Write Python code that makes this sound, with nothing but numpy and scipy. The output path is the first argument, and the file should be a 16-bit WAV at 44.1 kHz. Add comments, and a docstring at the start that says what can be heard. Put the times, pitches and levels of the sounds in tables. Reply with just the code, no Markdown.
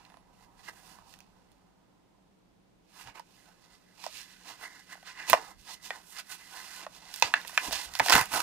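"""A carded blister pack snaps, rustles and tears open in gloved hands, close to a stereo microphone.
The plastic shell buckles: each release cracks and rings its modes. Knitted fingers catch and slip on the
glossy card as hiss and a faint squeak; under load the card fibres rip in coarser grains.
The right capsule faces the pack, the left lies in its shadow. The stand thumps; a quiet room hums below."""
import sys
import numpy as np
from scipy import signal
from scipy.fft import rfft, irfft, next_fast_len
from scipy.io import wavfile
from scipy.ndimage import uniform_filter1d

SR = 44100
rng = np.random.default_rng(int(sys.argv[2]) if len(sys.argv) > 2 else 0)


def to_wav(sig):
    """Store sig (one row per channel, or 1-D mono) as 16-bit WAV at the path in sys.argv[1].

    Samples outside -1..1 are clipped; the rate is SR.
    """
    pcm = np.clip(np.atleast_2d(sig), -1, 1) * 32767
    pcm = np.round(pcm).astype(np.int16)
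    wavfile.write(sys.argv[1], SR, pcm.T)  # frames by channels


N = 371322

# The shell buckles or knocks. Each row: start in seconds, peaks of low modes, middle modes, high modes
# and crack in dB, favoured pitch in Hz, left minus right in dB before the shadow.
SHELL_SNAPS = [(0.0508, -71, -51, -41.5, -54, 4200, -5), (0.1009, -51, -49, -64, -79, 800, -11),
               (0.1204, -52, -54, -64, -59, 920, -13), (0.1413, -43, -52, -65, -79, 880, -15),
               (0.1708, -42, -50, -52, -52, 1200, -19), (0.987, -41.5, -53, -55, -58, 1110, -8),
               (1.1389, -68, -44.5, -35.5, -38, 2000, -21), (1.1893, -70, -55, -49, -39, 1490, -8),
               (1.2046, -66, -47, -36.5, -39, 5540, -12), (1.5176, -70, -70, -51, -43, 3900, -15),
               (3.0733, -72, -36, -37, -44, 2010, -8), (3.0987, -63, -40, -58, -49, 2370, -11),
               (3.1962, -33.5, -41.5, -35, -36, 1020, -9), (4.0403, -32, -36, -26.5, -37, 1040, -13),
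               (4.0646, -23.5, -37, -24, -36, 755, -11), (4.954, -42, -56, -64, -70, 805, -8),
               (4.977, -44.5, -58, -66, -70, 800, -8), (5.0283, -47, -49, -57, -47, 820, -2),
               (5.2991, -23, -18, -14, 2.5, 5070, -14), (5.3311, -0.5, -9.5, -10, -15.5, 913, -6),
               (5.337, -6.5, -19.5, -36, -40, 611, -4.5), (5.3468, -28, -33, -32, -49.5, 800, -16),
               (5.9059, -24, -23, -51, -42, 1810, -3.5), (6.543, -39, -54.5, -55, -63, 1100, -7),
               (6.8487, -58, -41, -58, -61, 1720, -7), (6.8657, -26.5, -38, -51, -58, 730, -3),
               (7.1402, -61, -54, -25, -21, 4600, -13), (7.1605, -65.5, -50, -28.5, -19, 4950, -5),
               (7.179, -64, -55, -39, -30, 4900, -5), (7.199, -63, -55, -31, -22, 4900, -5),
               (7.214, -62, -58, -38, -31, 4900, -5), (7.2238, -9, -7.5, -2.5, -15, 2670, -8),
               (7.3394, -55.5, -7, -50, -35, 1770, -4.5), (7.4147, -62, -55, -30.5, -29, 3720, -14),
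               (7.4488, -35, -35.5, -42, -43, 1720, -6), (7.4743, -66, -55, -31, -23, 3570, -14),
               (7.4788, -68, -45, -24, -20, 2630, -18), (7.4952, -37.5, -37, -53, -51, 1060, -3),
               (7.53, -45, -44, -44, -37, 1670, -1), (7.5766, -50, -8.5, -15, -31, 1620, -2),
               (7.7099, -26, -33, -26, -28, 606, -5), (7.7272, -25, -33, -20, -11.5, 2030, -3),
               (7.9385, -59, -43, -25, -26, 2080, -5), (7.9525, -57, -53, -16, -19, 2070, -3),
               (7.9906, -40, -44, -20, -15.5, 1720, -22), (7.9975, -18, -9.5, -16, -28, 1923, -0.5),
               (8.0015, -8, -20, -34, -40, 1000, -20), (8.0618, -23, -29, -16, -15, 1040, 2),
               (8.0848, -41, -21.5, -10.5, -16, 1920, 1.5), (8.0973, -16, -18, -2, -7, 680, -22),
               (8.1036, -24, -26, -11, -15, 1420, 4), (8.1229, -42, -10.5, -7, -6, 1540, -1),
               (8.1282, -39, -17, -7.5, -17, 1530, 2), (8.1353, -34, -10.5, -24, -20, 2550, -4),
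               (8.1537, -30, -10, -19, -5, 1480, 2), (8.2124, -42, -19, -40, -12.5, 2740, -9),
               (8.257, -45, -31, -48, -21, 2300, -14), (8.3299, -41, -46, -23.5, -20, 1370, -1),
               (8.4032, -44, -22, -14.5, -14, 1500, -5.5)]
# Shell and card resonances. Each row: pitch in Hz, relative level in dB, T60 in seconds.
SHELL_MODES = [(598, 17.5, 0.013), (825, 4.5, 0.012), (1020, 9.5, 0.011), (1088, -12.5, 0.0063),
               (1290, -31.5, 0.015), (1482, 10.5, 0.019), (1784, 17, 0.015), (1912, 5.5, 0.014),
               (2390, -0.5, 0.0041), (2637, 1, 0.015), (3269, 6.5, 0.003), (3560, 0, 0.0049),
               (4204, 0.5, 0.0056), (5130, 9.5, 0.0026), (5650, -6.5, 0.0058)]
# A finger slides or the card rips. Each row: peak time, rise and fall in seconds,
# relative levels of card, hollow shell, fibre hiss and air hiss in dB.
FINGER_STROKES = [(0.0, 0.064, 0.28, -61.5, -66, -67.5, -75), (.445, 0.21, 0.033, -68, -72, -68, -72),
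                  (.595, 0.042, 0.099, -67, -70, -64.5, -72), (.655, .03, 0.054, -68, -57, -53.5, -62),
                  (0.688, 0.021, 0.024, -49.5, -43.5, -50.5, -55), (.78, 0.3, 0.19, -70, -67, -67, -65.5),
                  (.91, 0.15, 0.1, -61, -64, -58, -60), (1.11, 0.079, 0.096, -100, -74, -60.5, -65),
                  (2.97, 0.029, .1, -86, -104, -65.5, -68), (3.016, 0.12, 0.081, -58, -56, -53.5, -57.5),
                  (3.09, 0.059, 0.035, -50, -54.5, -56, -69), (3.155, 0.014, 0.06, -51, -56, -56.5, -65),
                  (3.188, 0.057, 0.008, -53, -51, -63, -66), (3.39, 0.26, 0.3, -71.5, -72, -65.5, -69.5),
                  (3.5, .1, 0.091, -66.5, -67.5, -74, -78), (3.647, 0.066, 0.057, -69.5, -75, -64, -72),
                  (3.737, 0.071, 0.067, -70, -72, -61, -70), (4.052, 0.096, 0.057, -56, -57, -49, -55.5),
                  (4.184, 0.13, .11, -62.5, -55, -47, -53), (4.33, 0.15, 0.066, -72, -67, -60, -68),
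                  (4.499, 0.082, 0.066, -53, -54, -47.5, -56), (4.636, 0.054, 0.06, -52, -47, -49, -53.5),
                  (4.8, 0.32, 0.017, -67, -59.5, -59, -66.5),
                  (4.927, 0.053, 0.05, -59.5, -49.5, -51, -57.5),
                  (5.08, 0.041, 0.079, -59, -47, -47.5, -59), (5.207, 0.069, 0.15, -55, -43.5, -51, -62),
                  (5.304, .04, 0.046, -40.5, -42, -34, -39), (5.375, .025, 0.081, -41.5, -65, -52, -68),
                  (5.44, 0.14, 0.13, -56.5, -58.5, -55, -62), (5.511, .1, .025, -55.5, -66.5, -59, -61),
                  (5.598, 0.033, .06, -85, -85, -62, -65.5), (5.692, 0.038, 0.084, -55, -57, -48, -62),
                  (5.74, 0.12, 0.028, -61, -63, -46.5, -51.5), (5.854, 0.039, .08, -61, -59.5, -45.5, -51),
                  (5.95, 0.13, 0.1, -55.5, -62, -55, -61), (6.12, 0.12, .1, -67.5, -83, -58.5, -54),
                  (6.198, 0.071, 0.024, -55, -45, -43, -49), (6.325, 0.054, 0.053, -56.5, -49, -45, -45.5),
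                  (6.415, 0.036, 0.026, -60.5, -53.5, -57, -60),
                  (6.557, 0.093, 0.28, -57.5, -55, -54, -57.5), (6.77, 0.58, 0.11, -65, -53, -49, -53),
                  (6.84, 0.14, 0.023, -53.5, -53, -51.5, -61), (6.962, 0.11, 0.073, -62.5, -64, -54.5, -60),
                  (7.09, .2, 0.2, -59, -63, -54.5, -64), (7.15, .08, 0.21, -73, -58, -49.5, -53),
                  (7.251, 0.026, 0.077, -39, -55, -41, -50.5), (7.359, 0.034, 0.077, -50, -42, -47, -66),
                  (7.495, 0.043, 0.053, -82.5, -70, -56, -51), (7.55, 0.029, 0.065, -60, -49, -53, -51),
                  (7.66, 0.11, 0.11, -45, -48.5, -40.5, -44), (7.728, 0.013, 0.15, -45, -43.5, -33.5, -44),
                  (7.85, 0.26, 0.04, -75, -68, -46.5, -48.5), (7.97, .1, .06, -74, -51, -51, -51),
                  (8.055, 0.041, 0.18, -41.5, -55, -37, -40.5), (8.1, 0.022, 0.043, -29, -31, -35, -42),
                  (8.131, 0.035, 0.084, -30.5, -24.5, -23.5, -29),
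                  (8.158, .015, 0.081, -30.5, -26, -32.5, -36),
                  (8.19, 0.16, 0.067, -36, -33.5, -36.5, -36.5),
                  (8.336, 0.034, 0.15, -37.5, -36.5, -38.5, -36),
                  (8.373, 0.049, 0.053, -36, -43, -35.5, -42)]
# Gloves rest and creep. Each row: time in seconds, relative levels of card and fibre hiss in dB.
RESTING_GRIP = [(0.0, -90, -82), (.3, -69.5, -87), (1.0, -63.5, -69.5), (1.25, -71.5, -77.5),
                (1.5, -72.5, -79.5), (2.74, -83.5, -110), (2.92, -82, -92), (3.3, -77, -84),
                (3.9, -79.5, -71.5), (4.3, -79, -63), (5.0, -91, -65), (5.55, -82, -73),
                (5.8, -90.5, -67.5), (6.241, -85, -74), (7.0, -70.5, -78), (7.4, -60, -55),
                (7.9, -57.5, -62), (8.42, -79, -51)]
# Spectra of the four friction bands. Each row: frequency in Hz, relative density in dB.
CARD_SPECTRUM = [(250, -9.5), (560, -10.5), (780, -2), (980, -0.5), (1250, -4), (1700, -17)]
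HOLLOW_SPECTRUM = [(1000, -18), (1300, -19.5), (1650, -1.5), (1850, -13.5), (2080, 4.5), (2400, -6.5),
                   (3000, -11)]
FIBRE_SPECTRUM = [(1900, -16), (2500, 2), (3000, -3), (3700, -2.5), (4600, -1.5), (5600, -6), (7000, -10.5),
                  (9500, -23.5)]
AIR_SPECTRUM = [(3240, -59), (5500, -5.5), (9720, 1.5), (15100, -4), (16200, -19.5), (16600, -58.5)]
# The pack moves about. Each row: time in seconds, left minus right in dB before the shadow.
PACK_PAN = [(0.0, -10), (1.0, -14), (2.25, -7), (2.79, -11), (3.49, -11), (3.75, -9), (6.99, -7),
            (8.42, -6.5)]
# Fingertip on the gloss. Each row: time in seconds, pitch in Hz, relative level in dB.
SQUEAK_GLIDE = [(0.08, 9497, -94), (0.088, 9651, -93), (0.126, 10130, -100), (0.156, 10287, -94),
                (0.23, 9750, -100)]
# Jolts of the stand. Each row: centre in seconds, level in dB, length in seconds, low-pass in Hz.
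STAND_JOLTS = [(3.076, -62.5, 0.11, 120), (5.327, -50, 0.11, 350), (5.586, -63.5, 0.14, 70),
               (7.249, -52, 0.029, 153), (7.691, -47, 0.05, 400), (7.749, -61, 0.16, 71.4),
               (7.883, -60, 0.094, 67), (7.938, -65, 0.056, 60), (8.021, -46, 0.05, 410),
               (8.159, -35, 0.077, 450), (8.214, -45.5, 0.053, 164), (8.351, -53, 0.096, 308)]
# Far rumble. Each row: time in seconds, level in dB.
RUMBLE_LEVELS = [(0.0, -67.5), (1.05, -65), (1.71, -70.5), (5.14, -71.5), (5.49, -66), (6.1, -71),
                 (7.53, -68), (8.33, -62), (8.42, -55)]
# Background spectra. Each row: frequency in Hz, relative density in dB.
RUMBLE_SPECTRUM = [(12, -21.5), (20, -11.5), (49, -5), (86, -15), (118, -5.5), (145, -19.5), (160, -5.5),
                   (210, -7), (350, -120)]
ROOM_SPECTRUM = [(130, -75.5), (220, -7.5), (290, -4.5), (370, -9), (770, -14.5), (950, -19), (1210, -21),
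                 (1600, -23), (4000, -27), (8000, -33), (16600, -43)]

SPLUTTER_DB, SPLUTTER_DECAY_S, CRACK_DECAY_S = -18.5, 0.0029, 0.00058
CRACK_ABOVE_HZ, SHELL_ABOVE_HZ = 6500, 701
FAVOUR_DB, FAVOUR_OCTAVES = 19.5, 0.13
TILT_FROM_HZ, TILT_DB_PER_OCTAVE = 1960, 42.5
RIP_FROM_DB, RIP_COARSENING = -46, 0.09
STROKE_DROP_DB, STROKE_ROUNDNESS = 20, 1.31
HUM_HZ, HUM_T60_S, HUM_DB = 183.5, 0.12, -73
SHADOW_HZ, DEEP_SHADOW_HZ, SCATTER_DB, SCATTER_T60_S = 2600, 8000, -8, 0.005
ROOM_DB, ROOM_T60_S, WALL_HZ = -11, 0.12, 2900
CUTOFF_HZ = 16350


def snaps():
    """The shell buckles: a sharp release and a splutter ring its modes, with a short treble crack."""
    size = SR // 10
    t, out = np.arange(size) / SR, np.zeros((2, N + size))
    treble = signal.butter(2, CRACK_ABOVE_HZ, "high", fs=SR, output="sos")
    thin = signal.butter(6, SHELL_ABOVE_HZ, "high", fs=SR, output="sos")   # small shell: no bass
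    group_edges_hz = [1250, 2200, 3300]
    for start_s, low_db, middle_db, high_db, crack_db, favoured_hz, pan_db in SHELL_SNAPS:
        tilt_db = TILT_DB_PER_OCTAVE * np.clip(np.log2(favoured_hz / TILT_FROM_HZ), 0, 0.5)
        peaks_db = [low_db, middle_db - tilt_db, middle_db, high_db, crack_db]
        noise = rng.standard_normal((2, size))
        force = amp(SPLUTTER_DB) * noise[0] * np.exp(-t / SPLUTTER_DECAY_S)
        force[0] += rng.choice([-1, 1])
        parts = np.zeros((5, size))   # four mode groups, then the crack
        for hz, level_db, t60_s in SHELL_MODES:
            # The spot that buckles favours one pitch.
            nearness = np.exp(-(np.log2(hz / favoured_hz) / FAVOUR_OCTAVES) ** 2)
            strength = amp(level_db + FAVOUR_DB * nearness + rng.normal(0, 2.1))
            mode = ring(force, hz * rng.normal(1, 0.048), t60_s)
            parts[np.searchsorted(group_edges_hz, hz)] += strength * mode
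        parts = signal.sosfilt(thin, parts)
        parts[4] = signal.sosfilt(treble, noise[1] * np.exp(-t / CRACK_DECAY_S))
        parts *= (amp(peaks_db) / np.abs(parts).max(axis=1))[:, None]
        at = round(start_s * SR)
        out[:, at:at + size] += parts.sum(axis=0) * amp([[pan_db], [0]])
    return out[:, :N]


def rub():
    """The same slips shake card, shell and fibres; the grip favours changing modes."""
    levels_db = handling_db()
    ripping_db = RIP_COARSENING * np.maximum(levels_db[2] - RIP_FROM_DB, 0)   # whole fibres break
    right, other = (friction(2.0 + ripping_db, flicker_db=1.31) for _ in range(2))
    grip, out = 0, 0
    for hz, _, t60_s in SHELL_MODES[1:8]:
        grip += amp(6 * np.tanh(drift(rate_hz=4))) * unit(ring(right, hz, t60_s))
    spectra = (CARD_SPECTRUM, HOLLOW_SPECTRUM, FIBRE_SPECTRUM, AIR_SPECTRUM)
    correlations = (0.84, 0.91, 0.94, 0.1)
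    for level_db, spectrum, correlation in zip(levels_db, spectra, correlations):
        left = correlation * right + np.sqrt(1 - correlation ** 2) * other
        slips = np.array([left, right]) + amp(-17.5) * grip
        out += amp(level_db + 0.21 * drift(rate_hz=57)) * coloured(slips, spectrum)
    return out


def friction(spread_db, flicker_db):
    """Threads catch and slip: dense uneven grains, levelled over 50 ms, with a fast flicker."""
    grains = rng.standard_normal(N) * amp(spread_db * np.minimum(rng.exponential(1, N), 6))
    grains /= np.sqrt(uniform_filter1d(grains ** 2, size=SR // 20))
    return grains * amp(flicker_db * drift(rate_hz=110))


def handling_db():
    """Card, hollow, fibre and air levels: resting grip, strokes and settling after snaps add in power."""
    t = np.arange(0, N + 32, 32) / SR
    times_s, card_db, fibre_db = np.transpose(RESTING_GRIP)
    resting_db = (card_db, fibre_db - 2.5, fibre_db, fibre_db - 6)
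    power = amp([np.interp(t, times_s, band) for band in resting_db]) ** 2
    for peak_s, rise_s, fall_s, *peaks_db in FINGER_STROKES:
        away = np.where(t < peak_s, (peak_s - t) / rise_s, (t - peak_s) / fall_s)
        power += amp(np.array(peaks_db)[:, None] - STROKE_DROP_DB * away ** STROKE_ROUNDNESS) ** 2
    under_snap_db, settle_db_per_s = [27, 24, 27, 37.5], [700, 330, 332, 300]
    for start_s, *peaks_db, _, _ in SHELL_SNAPS:
        start_db = np.array(peaks_db) - under_snap_db
        drop_db = np.outer(settle_db_per_s, np.abs(t - start_s))
        power += (t > start_s) * amp(start_db[:, None] - drop_db) ** 2
    return [np.interp(np.arange(N) / SR, t, 10 * np.log10(band)) for band in power]


def squeak():
    """A fingertip on the gloss: a thin gliding whistle with 13 ms fades."""
    hz, level_db = in_time(SQUEAK_GLIDE)
    t = np.arange(N) / SR
    inside_s = np.minimum(t - SQUEAK_GLIDE[0][0], SQUEAK_GLIDE[-1][0] - t)
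    envelope = np.clip(inside_s / 0.013, 0, 1) * amp(level_db + 19 + 2.7 * drift(rate_hz=40))
    return envelope * np.sin(2 * np.pi * np.cumsum(hz) / SR)


def thumps():
    """A hand or the table jolts the stand: swells of low noise, partly shared by the capsules."""
    out = np.zeros((2, N + SR))
    for centre_s, level_db, length_s, top_hz in STAND_JOLTS:
        size = round(length_s * SR)
        noise = rng.standard_normal((3, SR // 2))
        band = signal.butter(2, [40, top_hz], "band", fs=SR, output="sos")
        low = signal.sosfilt(band, noise[0] + 0.66 * noise[1:])
        at = round(centre_s * SR) - size // 2
        out[:, at:at + size] += amp(level_db) * unit(low[:, -size:] * np.hanning(size))
    return out[:, :N]


def background():
    """Room tone, separate in each capsule; far rumble and a wavering hum, partly shared."""
    own, shared = rng.standard_normal((2, 2, N)), rng.standard_normal((2, N))
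    tone = amp([[-69], [-67]]) * coloured(own[0], ROOM_SPECTRUM)
    rumble = coloured(0.83 * own[1] + 0.58 * shared[0], RUMBLE_SPECTRUM)
    hum = 0.37 * own[1] + shared[1]
    for _ in range(2):
        hum = ring(hum, HUM_HZ, HUM_T60_S)
    return tone + amp(in_time(RUMBLE_LEVELS)[0]) * rumble + amp(HUM_DB) * unit(hum)


def amp(db):
    """Decibels to gain."""
    return 10 ** (np.asarray(db) / 20)


def unit(x):
    """Scale to rms 1."""
    return x / np.sqrt(np.mean(x ** 2) + 1e-20)


def in_time(table):
    """Columns of timed rows, one value a sample."""
    times_s, *columns = np.transpose(table)
    return [np.interp(np.arange(N) / SR, times_s, column) for column in columns]


def coloured(x, spectrum):
    """Shape a white signal by (Hz, dB) points; rms 1."""
    hz, db = np.transpose(spectrum)
    size = next_fast_len(N)
    log_hz = np.log(np.maximum(np.arange(size // 2 + 1) * SR / size, 1))
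    gain = amp(np.interp(log_hz, np.log(hz), db, left=-80, right=-80))
    return unit(irfft(rfft(x, size) * gain, size)[..., :N])


def drift(rate_hz):
    """Smooth random wander; rms 1."""
    r = np.exp(-2 * np.pi * rate_hz / SR)
    return unit(signal.lfilter([1], [1, -2 * r, r * r], rng.standard_normal(N + SR))[SR:])


def ring(x, hz, t60_s):
    """Resonator: a unit click starts a decaying sine of height 1."""
    r, w = amp(-60 / (t60_s * SR)), 2 * np.pi * hz / SR
    return signal.lfilter([0, np.sin(w)], [1, -2 * r * np.cos(w), r * r], x + 1e-18)


def dull(x, hz):
    """One-pole low-pass."""
    return signal.lfilter(*signal.butter(1, hz, fs=SR), x)


def echoes(x, t60_s, channels):
    """Many small echoes: convolution with decaying noise of energy 1."""
    t = np.arange(SR // 3) / SR
    tail = rng.standard_normal((channels, len(t))) * amp(-60 * t / t60_s)
    tail /= np.sqrt(np.sum(tail ** 2, axis=1, keepdims=True))
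    return signal.fftconvolve(x[None], tail)[:, :N]


def scene():
    """The pack reaches the right capsule directly, the left scattered and dulled, both via the walls."""
    pan = [amp(in_time(PACK_PAN)[0]), np.ones(N)]
    left, right = snaps() + amp(3.5) * (rub() + squeak()) * pan
    left += amp(SCATTER_DB) * echoes(left, SCATTER_T60_S, channels=1)[0]
    left = dull(dull(left, SHADOW_HZ), DEEP_SHADOW_HZ)
    walls = echoes(dull(right, WALL_HZ), ROOM_T60_S, channels=2)
    return np.array([left, right]) + amp(ROOM_DB) * walls + thumps() + background()


def record(dry):
    """Soft limit on the loudest peaks, then a steep low-pass."""
    knee, headroom = 0.55, 0.28
    over = np.maximum(np.abs(dry) - knee, 0)
    rounded = dry - np.sign(dry) * (over - headroom * np.tanh(over / headroom))
    return signal.sosfilt(signal.cheby2(20, 90, CUTOFF_HZ, fs=SR, output="sos"), rounded)


dry = scene()
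out = record(dry)
to_wav(out)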